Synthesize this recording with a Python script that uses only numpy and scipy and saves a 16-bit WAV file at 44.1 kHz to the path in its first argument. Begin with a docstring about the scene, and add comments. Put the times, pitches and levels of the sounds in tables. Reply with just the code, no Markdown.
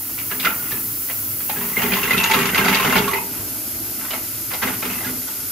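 """In a factory hall, a cleated belt lifts small plastic bottles out of a steel hopper.
Bottles clack, click and ring as noise grains and decaying sines; the heap slips, most strongly midway,
as a patter of random contacts, drumming on sheet-steel walls that resonate in narrow modes.
Behind them are a belt drone and hall murmur of coloured noise, a drive hum of wavering sines,
and a hiss of compressed air with a thin whistle of narrow-band noise for the first two seconds."""
import sys
import numpy as np
from scipy import signal
from scipy.fft import rfft, irfft, next_fast_len
from scipy.io import wavfile
from scipy.ndimage import map_coordinates

SR = 44100
rng = np.random.default_rng(int(sys.argv[2]) if len(sys.argv) > 2 else 0)


def generate_wav(signal):
    """Clip the signal to [-1, 1] and save it as 16-bit WAV at the path in sys.argv[1]."""
    frames = np.transpose(np.atleast_2d(signal))
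    scaled = np.clip(frames, -1, 1) * 32767
    pcm = np.round(scaled).astype(np.int16)
    wavfile.write(sys.argv[1], SR, pcm)


N = 242991  # samples

# Levels are set ahead of the mix; the spectra only shape the tone, as each noise is scaled to rms 1.
# Bottle knocks: start_s, level_db, pitch_hz, ring_db (over the level), body_db (low-mid boost),
# click_db, click_hz
KNOCKS = [(0.186, -18.5, 2290, -1, -11, -33, 3570), (0.312, -12.5, 1656, -2, 4.5, -29, 3400),
          (0.399, -15, 3800, -12, 4, -22, 3870), (0.429, -17, 2690, -2, 6, -28, 3380),
          (0.448, -4, 1460, -7.5, -10, -19, 3530), (0.457, -11, 2076, -1, 15, -40, 3380),
          (0.469, -10.5, 1392, -1.5, 3, -40, 3360), (0.717, -15, 1730, -4.5, 0, -28, 4890),
          (1.084, -25, 1880, -12, 0, -45, 5000), (1.097, -16.5, 2026, -6, 9, -47, 6520),
          (1.403, -21, 1270, -17, -11, -35, 4500), (1.495, -12.5, 830, -5.5, 2, -27, 4040),
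          (1.562, -20, 1650, 2, 16, -45, 6910), (1.613, -22.5, 980, 1, 12, -45, 7130),
          (1.768, -15.5, 2113, 7.5, 11, -41, 6850), (1.793, -12, 2800, -6, 22, -38, 6680),
          (1.827, -8.5, 877, -14, -1, -33, 3510), (1.858, -19.5, 2053, 5, -5, -34, 4500),
          (1.919, -8.5, 2474, -5.5, 8, -35, 6570), (1.933, -6, 2820, -9, -3, -22, 4630),
          (1.969, -20, 1015, 3, -10, -26, 6720), (2.031, -13.5, 2730, 4.5, -14, -24, 5860),
          (2.107, -6, 2050, 2.5, 2, -20.5, 4350), (2.132, -14.5, 2547, 2.5, -6, -27, 4400),
          (2.178, -9, 2740, -1, 0, -16.5, 3700), (2.237, -5.5, 2754, 1, -3, -13.5, 5840),
          (2.298, -9, 885, 4, -6, -21, 4960), (2.312, -5.5, 2240, -1, -5, -16, 6640),
          (2.334, -5, 2530, -6, 5, -17, 4130), (2.346, -4.5, 1253, -11, 0, -29, 6800),
          (2.388, -7, 2200, -13, -4, -21, 6600), (2.402, -9.5, 1960, -5, 3, -29, 4800),
          (2.455, -8.5, 2735, -4, -13, -22, 5340), (2.546, -8.5, 2076, 7, 7, -19, 4870),
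          (2.577, -1.5, 1430, -21, -3, -19, 3600), (2.655, -10, 2150, -10, 19, -21, 4870),
          (2.68, -5, 2000, -6, 2, -19, 4480), (2.695, -9, 2100, -11, 1, -30, 4520),
          (2.726, -3.5, 2200, -5, -10, -30, 7040), (2.746, -8.5, 2650, 2, 6, -12, 4440),
          (2.797, -6.5, 1050, -10.5, -1, -21, 4000), (2.846, -4, 1260, -20, 8, -21, 3540),
          (2.868, -16, 1440, 0, -8, -38, 4450), (2.908, -13, 2110, 1, 8, -32, 4580),
          (2.923, -4, 1063, -13, 2, -22, 6610), (2.954, -0.5, 877, -18, -0.5, -28, 4940),
          (2.965, -11.5, 2240, 2.5, 1, -18, 4620), (2.982, -16, 907, -1, -9, -16.5, 3480),
          (3.042, -21, 2710, 4, 0, -34, 6070), (3.078, -15, 1113, 1.5, 6, -21, 3600),
          (3.133, -8.5, 1960, -13, -4, -34, 4300), (3.165, -33, 2140, 0, 12, -40, 4940),
          (4.106, -14.5, 2980, -0.5, 12, -26, 5180), (4.133, -12.5, 2180, -3.5, 14, -28, 4100),
          (4.512, -14, 1370, -19, 2, -46, 6480), (4.535, -14, 2130, -5, 20, -23.5, 4630),
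          (4.626, -5.5, 2055, -15, 11, -26, 4330), (4.672, -10.5, 2120, -6, 14, -36, 4870),
          (4.735, -18.5, 1434, -13.5, -7, -33, 6720), (4.825, -11.5, 2080, -13, 9.5, -44, 4760),
          (4.853, -15.5, 1390, -9, -3, -28, 3460), (4.9, -16, 2550, -3, 7, -43, 5580),
          (4.935, -19, 2620, -5, 5, -44, 4950), (5.006, -22, 2000, -3, 25, -37, 4550),
          (5.046, -21.5, 1680, 2, 19, -28, 4950), (5.067, -21.5, 1437, -2.5, -7, -38, 4890),
          (5.279, -23.5, 1470, -11, 15, -30, 6400)]
# Bottles rocking on the steel: start_s, length_s, pitch_hz, contact_db (centre of a random spread)
RATTLES = [(.53, .16, 1437, -35.5), (2.029, .045, 2680, -20), (2.178, .04, 2690, -11.5),
           (2.18, .16, 915, -24.5), (2.657, .08, 2080, -14), (3.118, .07, 912, -17.5),
           (3.132, .055, 2070, -20), (3.135, .06, 2570, -23.5), (4.904, .08, 2625, -33)]
# Slips of the heap: start_s, length_s, motion_db
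SLIPS = [(0.49, 0.3, -37.5), (1.548, 0.62, -30), (1.757, 0.37, -23), (2.135, 0.68, -20.5),
         (2.302, 0.12, -19.5), (2.556, 0.23, -18.5), (2.819, 0.17, -19.5), (3.017, 0.1, -24.5),
         (3.327, 0.083, -36.5), (3.99, 0.086, -34), (4.619, 0.12, -29), (4.84, 0.26, -32)]
# Clumps landing on the hopper wall: start_s, level_db, sheet_hz, ring_db
LANDINGS = [(0.315, -31.5, 256.7, -30.5), (0.452, -36, 253, -58), (0.723, -31.5, 107, -26),
            (1.57, -25.5, 234, -30.5), (1.829, -19, 224, -40), (1.92, -27, 192, -26),
            (2.355, -18.5, 394, -21.5), (2.588, -18.5, 258, -20.5), (2.861, -19.5, 232, -35),
            (2.95, -16, 408, -20), (3.126, -26.5, 397, -28), (4.644, -25.5, 260.4, -24),
            (4.845, -27, 256.4, -25), (5.058, -27.5, 255.7, -25)]
# Body modes of the empty bottles: pitch_hz, level_db (relative)
BOTTLE_MODES = [(900, 2), (1070, 0), (1290, 1.5), (1480, 5), (1940, 2.5), (2090, 7), (2200, 1), (2720, 5.5)]
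# Ringing modes of the hopper's steel sheets: pitch_hz, level_db (ahead of the hopper's gain)
STEEL_MODES = [(160, -51), (188, -38), (234, -40.5), (260, -37), (394, -48), (490, -45), (657, -45),
               (1070, -42), (1155, -44), (1197, -41.5), (1252, -44), (1323, -42.5), (1451, -43),
               (2089, -55), (2443, -42)]
# Tone of the plastic shells: freq_hz, level_db
CLACK_SPECTRUM = [(240, -45), (450, -0.5), (820, 2), (1050, -1.5), (1400, 1), (1700, 1), (2100, 2.5),
                  (2800, 2.5), (3500, -5.5), (5000, -6), (7500, -21), (12000, -3.5)]
# Tone of necks and rims meeting: freq_hz, level_db
EDGE_SPECTRUM = [(2000, -10), (3300, 20), (5000, 12.5), (7200, 5), (9000, 7.5), (13000, -19)]
# Tone of bottles tapping each other: freq_hz, level_db
CLATTER_SPECTRUM = [(260, -11.5), (450, -16), (600, -4), (900, 4.5), (1400, -1), (1700, 4), (2100, 4),
                    (2400, 0.5), (2750, 2.5), (3500, -4), (5000, -10.5), (7000, -5.5), (12000, -131)]
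# Tone of the broad hopper walls: freq_hz, level_db
DRUM_SPECTRUM = [(30, -12), (55, -3), (80, -6), (120, -3), (250, 1.5), (320, -5), (420, 4), (600, -19.5),
                 (1000, -24)]
# Left level over right for sounds in the hopper: freq_hz, level_db
LEAN = [(70, 0), (130, .5), (280, -.7), (550, -1), (1200, -3.3), (2000, 0), (4000, .9)]
# Likeness of left and right in stereo noise: freq_hz, correlation (-1 to 1)
ALIKE = [(90, 1), (160, 1), (290, 0.99), (640, 0.43), (1400, 0.21), (2300, 0.91), (3500, 0.5),
         (5500, 0.037), (10000, 0.077)]
# Decay of the hall's answer: freq_hz, t60_s
ROOM_DECAY = [(100, 0.89), (260, 0.3), (700, 0.41), (1800, 0.3), (5000, 0.16)]
# Drone of the belt over time: time_s, level_db
BELT_LEVEL = [(0, -47.5), (1.4, -53.5), (3.3, -41.5), (3.9, -41), (4.4, -48), (5.1, -43), (5.5, -49.5)]
# Tone of the belt: freq_hz, level_db
BELT_SPECTRUM = [(150, -48), (205, -8), (255, -1.5), (285, -2), (320, -3), (365, -9.5), (400, -29),
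                 (640, -10), (900, -17), (1500, -52)]
# Drive motor and gearbox: pitch_hz, level_db (ahead of a small trim and wobble)
HUM = [(102, -51), (260, -48.5), (317, -50), (614, -54), (1130, -63), (1437, -61)]
# Tone of the hall's rumble: freq_hz, level_db
HALL_SPECTRUM = [(30, -24), (54, -3.5), (82, -6), (105, 4), (140, -5.5), (190, -10), (245, -4.5), (320, -2),
                 (390, -10.5), (470, -8.5), (560, -23.5), (1000, -17.5), (2000, -80)]
# Tone of the hall's far hiss: freq_hz, level_db
FAR_HISS_SPECTRUM = [(400, -35), (900, -8.5), (1400, 7.5), (1750, -2), (2400, 1.5), (3700, 1), (5000, 7),
                     (7000, 6), (9000, 0), (12000, -15)]
# Air leak over time: time_s, hiss_db
AIR_LEVEL = [(0, -26), (.6, -24.5), (2, -24), (2.4, -25), (3.3, -26), (5.5, -25.8)]
# Edge tone of the leak over time: time_s, level_db
WHISTLE_LEVEL = [(0, -46), (.35, -38), (1.2, -38), (2.05, -37), (2.2, -64)]
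# Tone of the air jet: freq_hz, level_db
HISS_SPECTRUM = [(4000, -58), (6500, -7.5), (8300, 3), (10000, 6), (12000, 7), (14000, 10.5), (15500, 2.5)]
# Phase lead of right over left in the jet, which is off to one side:
# freq_hz, early_rad, late_rad (the top of the hiss is narrow at first, then wide)
JET_PHASE = [(4700, 0, 0), (7000, 1.4, 1.4), (8400, 2.7, 3.1), (10000, 4.7, 4.7), (11800, 6.1, 6.3),
             (13000, 6.9, 7), (14200, 6.4, 7.9), (15500, 6.3, 9.3)]

# Knocks: centre and width of the body added by a flat-on blow
BODY_HZ, BODY_OCTAVES = 704, 0.74
# Rebounds of a struck bottle: count after the first contact, mean gap, loss at each
CHATTER_COUNT, CHATTER_GAP_S, CHATTER_LOSS_DB = 2, .005, 5
# A ring at RING_HZ lasts RING_T60_S; higher ones die sooner
RING_HZ, RING_T60_S = 2100, .065
# Rocking bottles: mean gap between contacts, decay of each
ROCK_GAP_S, ROCK_T60_S = .017, 0.053
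# Heap: patter and drumming relative to its motion, and its motion at rest
SLIDE_PATTER_DB, SLIDE_DRUM_DB, REST_DB = 2, -13, -44
# A slip gathers speed, slows as the bottles pack, and stops
SLIP_RISE_S, SLIP_SAG_DB_PER_S, SLIP_STOP_S = 0.0035, 1.5, 0.016
# Neighbours unsettled by a knock: share, rise, t60, and lead ahead of the knock
JOSTLE_DB, JOSTLE_RISE_S, SETTLE_T60_S, LEAD_S = -8.5, 0.014, 0.24, 0.013
# Wall thumps relative to the levels of the knocks and landings
THUMP_DB, LANDING_DB = -29, -6
# Decay and swell of a struck sheet
SHEET_T60_S, SHEET_RISE_S = 0.44, 0.006
# Width of a steel mode: a fixed part plus a share of its pitch
MODE_WIDTH_HZ, MODE_LOSS = 5, .005
# Hall: centre of the rumble's level, start of the far hiss and its slow rise
HALL_DB, WASH_DB, WASH_DB_PER_S = -41.5, -38.3, .55
# Breathy band around the whistle, its level over the tone
WHISTLE_HZ, SKIRT_HZ, SKIRT_WIDTH_HZ, SKIRT_DB = 15172, 15000, 600, 4
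# The top of the hiss widens in stereo between these times
WIDEN_START_S, WIDEN_END_S = 1.98, 2.07
TOP_HZ = 15720  # upper limit of the whole sound


def amp(db):
    """Decibels to gain."""
    return 10 ** (np.asarray(db) / 20)


def unit(x):
    """Scale to rms 1."""
    return x / np.sqrt(np.mean(x ** 2) + 1e-20)


def along(points, hz):
    """Read (frequency, value) points on a log frequency axis."""
    f, v = np.transpose(points)
    return np.interp(np.log(hz + 1), np.log(f), v)


def curve(rows):
    """Draw (time, level) points as one level per sample."""
    s, level = np.transpose(rows)
    return np.interp(np.arange(N) / SR, s, level)


def wobble(rate):
    """A smooth random curve with rate knots a second."""
    knots = rng.standard_normal(int(N * rate / SR) + 4)
    return map_coordinates(knots, [np.arange(N) * rate / SR])


def filtered(x, response):
    """Multiply the spectrum of x by a response of frequency."""
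    m = next_fast_len(N + SR)
    return irfft(rfft(x, m) * response(np.fft.rfftfreq(m, 1 / SR)), m)[..., :N]


def noise(spectrum):
    """Coloured stereo noise of rms 1, near mono in the bass."""
    def shape(hz):
        turn = np.arccos(np.clip(along(ALIKE, hz), -1, 1)) / 2
        return amp(along(spectrum, hz)) * np.array([np.cos(turn), np.sin(turn)])
    mid, side = filtered(rng.standard_normal((2, N)), shape)
    return unit(np.array([mid + side, mid - side]))


def bursts(times, sizes, t60, attack):
    """Envelope of blows whose energies add up and die away."""
    t = np.arange(SR // 2) / SR
    places = np.clip(times * SR, 0, N - 1).astype(int)
    blows = np.bincount(places, sizes ** 2, N)
    fall = amp(-60 * t / t60) * (1 - np.exp(-t / attack))
    return np.sqrt(np.abs(signal.fftconvolve(blows, fall ** 2)[:N]))


def contacts(count, scatter_db, t60):
    """Envelope of rms 1 made of many small random contacts."""
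    times = (np.arange(count) + rng.random(count)) / count * N / SR
    sizes = amp(scatter_db * (2 * rng.random(count) - 1))
    return unit(bursts(times, sizes, t60, attack=0.00033))


def chatter(t, t60, attack):
    """Envelope of one knock: a sharp first contact and a few weaker rebounds."""
    gaps = CHATTER_GAP_S * rng.uniform(.5, 1.5, CHATTER_COUNT)
    age = np.maximum(t - np.cumsum([0, *gaps])[:, None], 0)
    loss = CHATTER_LOSS_DB * np.arange(len(age))[:, None]
    hits = amp(-loss - 60 * age / t60) * (1 - np.exp(-age / attack))
    return np.linalg.norm(hits, axis=0)


def clacks(tail_t60=0.18, tail_db=-17, tick_db=-8.0, focus_db=7, octaves=1.0):
    """Noise grains stand for a thin shell's many short modes, strongest near its pitch; rebounds follow."""
    size = SR // 4
    t, hz = np.arange(size) / SR, np.fft.rfftfreq(size, 1 / SR)
    tail = amp(tail_db - 60 * t / tail_t60) * (1 - np.exp(-t / 0.027))

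    def hump(centre, width):
        return np.exp(-(np.log2((hz + 1) / centre) / width) ** 2)

    modes, shell = noise(CLACK_SPECTRUM), np.zeros((2, N + size))
    rebounds = contacts(count=800, scatter_db=7, t60=.035)
    for s, db, pitch, _, body_db, _, _ in KNOCKS:
        colour = amp(focus_db * hump(pitch, octaves) + body_db * hump(BODY_HZ, BODY_OCTAVES))
        shake = rfft(modes[:, rng.integers(N - size):][:, :size])
        grain = unit(irfft(shake * colour, size))
        ticks = amp(tick_db) * chatter(t, t60=.07, attack=.0016)
        rattling_tail = tail * rebounds[rng.integers(N - size):][:size]
        shell[:, round(s * SR):][:, :size] += amp(db) * np.hypot(ticks, rattling_tail) * grain
    return shell[:, :N]


def clicks(crack_db=-2, ping_db=-8):
    """Hard necks and rims meet: a bright crack and brief high modes, different at every knock."""
    size = SR // 8
    t = np.arange(size) / SR
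    edge, out = noise(EDGE_SPECTRUM), np.zeros((2, N + size))
    for s, *_, db, hz in KNOCKS:
        crack = chatter(t, t60=.048, attack=.001) * edge[:, rng.integers(N - size):][:, :size]
        pitches = hz * (1 + .12 * rng.standard_normal((3, 1)) * [[0], [1], [1]])
        cycles = pitches * t + rng.random((2, 3, 1))
        ping = amp(-60 * t / .065) * np.sin(2 * np.pi * cycles).sum(axis=1)
        out[:, round(s * SR):][:, :size] += amp(db) * (amp(crack_db) * crack + amp(ping_db) * ping)
    return out[:, :N]


def bottle_rings(attack=0.00075, spread=0.022):
    """The struck bottle rings at its own pitch, its neighbours at nearly the same."""
    out, t = np.zeros((2, N + SR)), np.arange(SR // 3) / SR
    for s, db, hz, ring_db, *_ in KNOCKS:
        t60 = RING_T60_S * np.sqrt(RING_HZ / hz)
        pitches = hz * (1 + spread * rng.standard_normal((3, 1)) * [[0], [1], [1]])
        phases = rng.uniform(0, 2 * np.pi, (3, 1)) + 0.2 * rng.standard_normal((2, 3, 1))
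        ring = (np.sin(2 * np.pi * pitches * t + phases) * [[1], [.45], [.45]]).sum(axis=1)
        fall = amp(db + ring_db - 4.5 - 60 * t / t60) * (1 - np.exp(-t / attack))
        out[:, round(s * SR):][:, :len(t)] += fall * ring
    return out[:, :N]


def rattles(attack=.001, spread=0.017):
    """A bottle rocks on the steel: quick uneven contacts keep one of its modes ringing."""
    out, t = np.zeros((2, N + SR)), np.arange(SR // 8) / SR
    fall = amp(-60 * t / ROCK_T60_S) * (1 - np.exp(-t / attack))
    for start, length, hz, db in RATTLES:
        times = start + ROCK_GAP_S * np.cumsum([0, *rng.uniform(.5, 1.5, size=15)])
        draws = rng.standard_normal((len(times), 4))
        for s, (detune, size_db, phase, skew) in zip(times, draws):
            if s < start + length:
                pitch = hz * (1 + spread * detune)
                stereo_phase = skew * np.array([[.5], [-.5]])
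                ring = np.sin(2 * np.pi * (pitch * t + phase) + stereo_phase)
                out[:, round(s * SR):][:, :len(t)] += amp(db + size_db) * fall * ring
    return out[:, :N]


def sliding():
    """How strongly the heap moves: it gives way in a run of slips."""
    motion = np.full(N, amp(REST_DB))
    for start, length, db in SLIPS:
        t = np.maximum(np.arange(N) / SR - start, 0)
        rise = 1 - np.exp(-t / SLIP_RISE_S)
        stop = np.exp(-np.maximum(t - length, 0) / SLIP_STOP_S)
        motion = np.hypot(motion, amp(db - SLIP_SAG_DB_PER_S * t) * rise * stop)
    return motion


def small_rings(count, t60, spread, scatter_db):
    """Light touches, each ringing one mode of a bottle; rms 1."""
    t = np.arange(SR // 10) / SR
    hz, db = np.array(BOTTLE_MODES)[rng.integers(len(BOTTLE_MODES), size=count)].T[:, :, None]
    start = ((np.arange(count) + rng.random(count)) / count * N).astype(int)[:, None]
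    pitch = hz * np.exp(spread * rng.standard_normal((count, 1)))
    touch_db = db + scatter_db * (2 * rng.random((count, 1)) - 1)
    fall = amp(touch_db - 60 * t / t60) * (1 - np.exp(-t / 0.002))
    places = (start + np.arange(len(t))).ravel()

    def channel():
        phase = 0.23 * rng.standard_normal((count, 1))
        rings = fall * np.sin(2 * np.pi * pitch * t + phase)
        return np.bincount(places, rings.ravel())[:N]

    return unit(np.array([channel(), channel()]))


def tumble():
    """Bottles tap each other while the heap slides and around each knock."""
    s, db, *_ = np.transpose(KNOCKS)
    unsettled = bursts(s - LEAD_S, amp(db + JOSTLE_DB), t60=SETTLE_T60_S, attack=JOSTLE_RISE_S)
    taps = contacts(count=600, scatter_db=6, t60=0.06)
    patter = amp(-7.5) * taps * noise(CLATTER_SPECTRUM)
    hollow = amp(-11.5) * small_rings(count=900, t60=0.049, spread=0.032, scatter_db=7.5)
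    return np.hypot(amp(SLIDE_PATTER_DB) * sliding(), unsettled) * (patter + hollow)


def drumming():
    """Knocks, landing clumps and the sliding heap thump the hopper's broad walls."""
    s, db, *_ = np.transpose(KNOCKS)
    landing_s, landing_db, *_ = np.transpose(LANDINGS)
    thumps = bursts(s, amp(db + THUMP_DB), t60=0.3, attack=0.0029)
    booms = bursts(landing_s, amp(landing_db + LANDING_DB), t60=0.71, attack=0.00089)
    rumble = amp(SLIDE_DRUM_DB) * sliding() * contacts(count=260, scatter_db=11, t60=0.079)
    drive = np.sqrt(thumps ** 2 + booms ** 2 + rumble ** 2)
    # roll off the lowest bass
    return filtered(drive * noise(DRUM_SPECTRUM), lambda f: f ** 4 / (f ** 4 + 45 ** 4))


def hopper(drive, gain_db=42.5):
    """The steel sheets ring on in narrow resonances, the higher ones more damped."""
    def response(f):
        total = 0
        for hz, db in STEEL_MODES:
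            damping = 1j * f * (MODE_WIDTH_HZ + MODE_LOSS * hz)
            total = total + amp(db + gain_db) * damping / (hz * hz - f * f + damping)
        return total
    return filtered(drive, response)


def sheet_rings():
    """Each landing clump sets one steel sheet ringing on a single decaying note."""
    out, t = np.zeros(N + SR), np.arange(SR) / SR
    for s, _, hz, db in LANDINGS:
        envelope = amp(db - 60 * t / SHEET_T60_S) * (1 - np.exp(-t / SHEET_RISE_S))
        out[round(s * SR):][:SR] += envelope * np.sin(2 * np.pi * hz * t)
    return out[:N]


def placed(x):
    """Lean the hopper's stereo sound by frequency, towards the right in the mids."""
    return filtered(x, lambda f: amp(along(LEAN, f) * np.array([[.5], [-.5]])))


def room(x):
    """The hall answers with decaying noise, longer in the bass."""
    hz, t, z = signal.stft(rng.standard_normal((2, SR)), SR, nperseg=256)
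    fall = amp(-60 * t / along(ROOM_DECAY, hz)[:, None])
    tail = signal.istft(z * fall, SR, nperseg=256)[1]
    left, right = signal.fftconvolve(x, tail / np.linalg.norm(tail[0]), axes=1)[:, :N]
    # long waves reach both sides alike
    side = filtered((left - right) / 2, lambda f: f / np.hypot(f, 1400))
    return (left + right) / 2 + np.array([side, -side])


def belt():
    """The loaded belt drones low, as coloured noise, dragging up its steel bed."""
    return amp(curve(BELT_LEVEL)) * noise(BELT_SPECTRUM)


def machinery():
    """The drive hums in sines of unsteady level and phase over the hall's rumble and far hiss."""
    t = np.arange(N) / SR
    hum = 0
    for hz, db in HUM:
        level = amp(db - 1 + 2.5 * wobble(6))
        hum = hum + level * np.sin(2 * np.pi * hz * t + 1.3 * wobble(11))
    rumble = amp(HALL_DB + 2.4 * wobble(7)) * noise(HALL_SPECTRUM)
    wash = amp(WASH_DB + WASH_DB_PER_S * t + 0.45 * wobble(34)) * noise(FAR_HISS_SPECTRUM)
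    return hum + rumble + wash


def air_leak():
    """Compressed air hisses as turbulent noise; a breathy edge tone whistles for the first two seconds."""
    # weak reflections from nearby walls comb the hiss
    delays = rng.uniform(0.001048, 0.022, size=8)
    hz, early, late = np.transpose(JET_PHASE)

    def heard(lead):
        def response(f):
            walls = 1 + .17 * np.exp(-2j * np.pi * f * delays[:, None]).sum(axis=0)
            sides = np.exp(.5j * np.interp(f, hz, lead) * np.array([[-1], [1]]))
            return amp(along(HISS_SPECTRUM, f)) * walls * sides
        return unit(filtered(rng.standard_normal(N), response))

    def band(centre, width):
        return unit(filtered(rng.standard_normal(N), lambda f: np.exp(-((f - centre) / width) ** 2)))

    widen = np.interp(np.arange(N) / SR, (WIDEN_START_S, WIDEN_END_S), [0, 1])
    jet = np.sqrt(1 - widen) * heard(early) + np.sqrt(widen) * heard(late)
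    whistle = band(WHISTLE_HZ, 40) + amp(SKIRT_DB) * band(SKIRT_HZ, SKIRT_WIDTH_HZ)
    hiss = amp(curve(AIR_LEVEL) + .35 * wobble(14)) * jet
    return hiss + amp(curve(WHISTLE_LEVEL)) * whistle


def scene():
    """Bottles in the hopper, the hall around them, the machines behind."""
    bottles = clacks() + clicks() + bottle_rings() + rattles() + tumble() + drumming()
    near = bottles + hopper(bottles) + sheet_rings()
    hopper_in_hall = placed(amp(-1.5) * near + amp(-6.0) * room(near))
    return hopper_in_hall + belt() + machinery() + air_leak()


def record(dry):
    """Cut everything at and above the band limit."""
    return filtered(dry, lambda hz: hz < TOP_HZ)


dry = scene()
out = record(dry)
generate_wav(out)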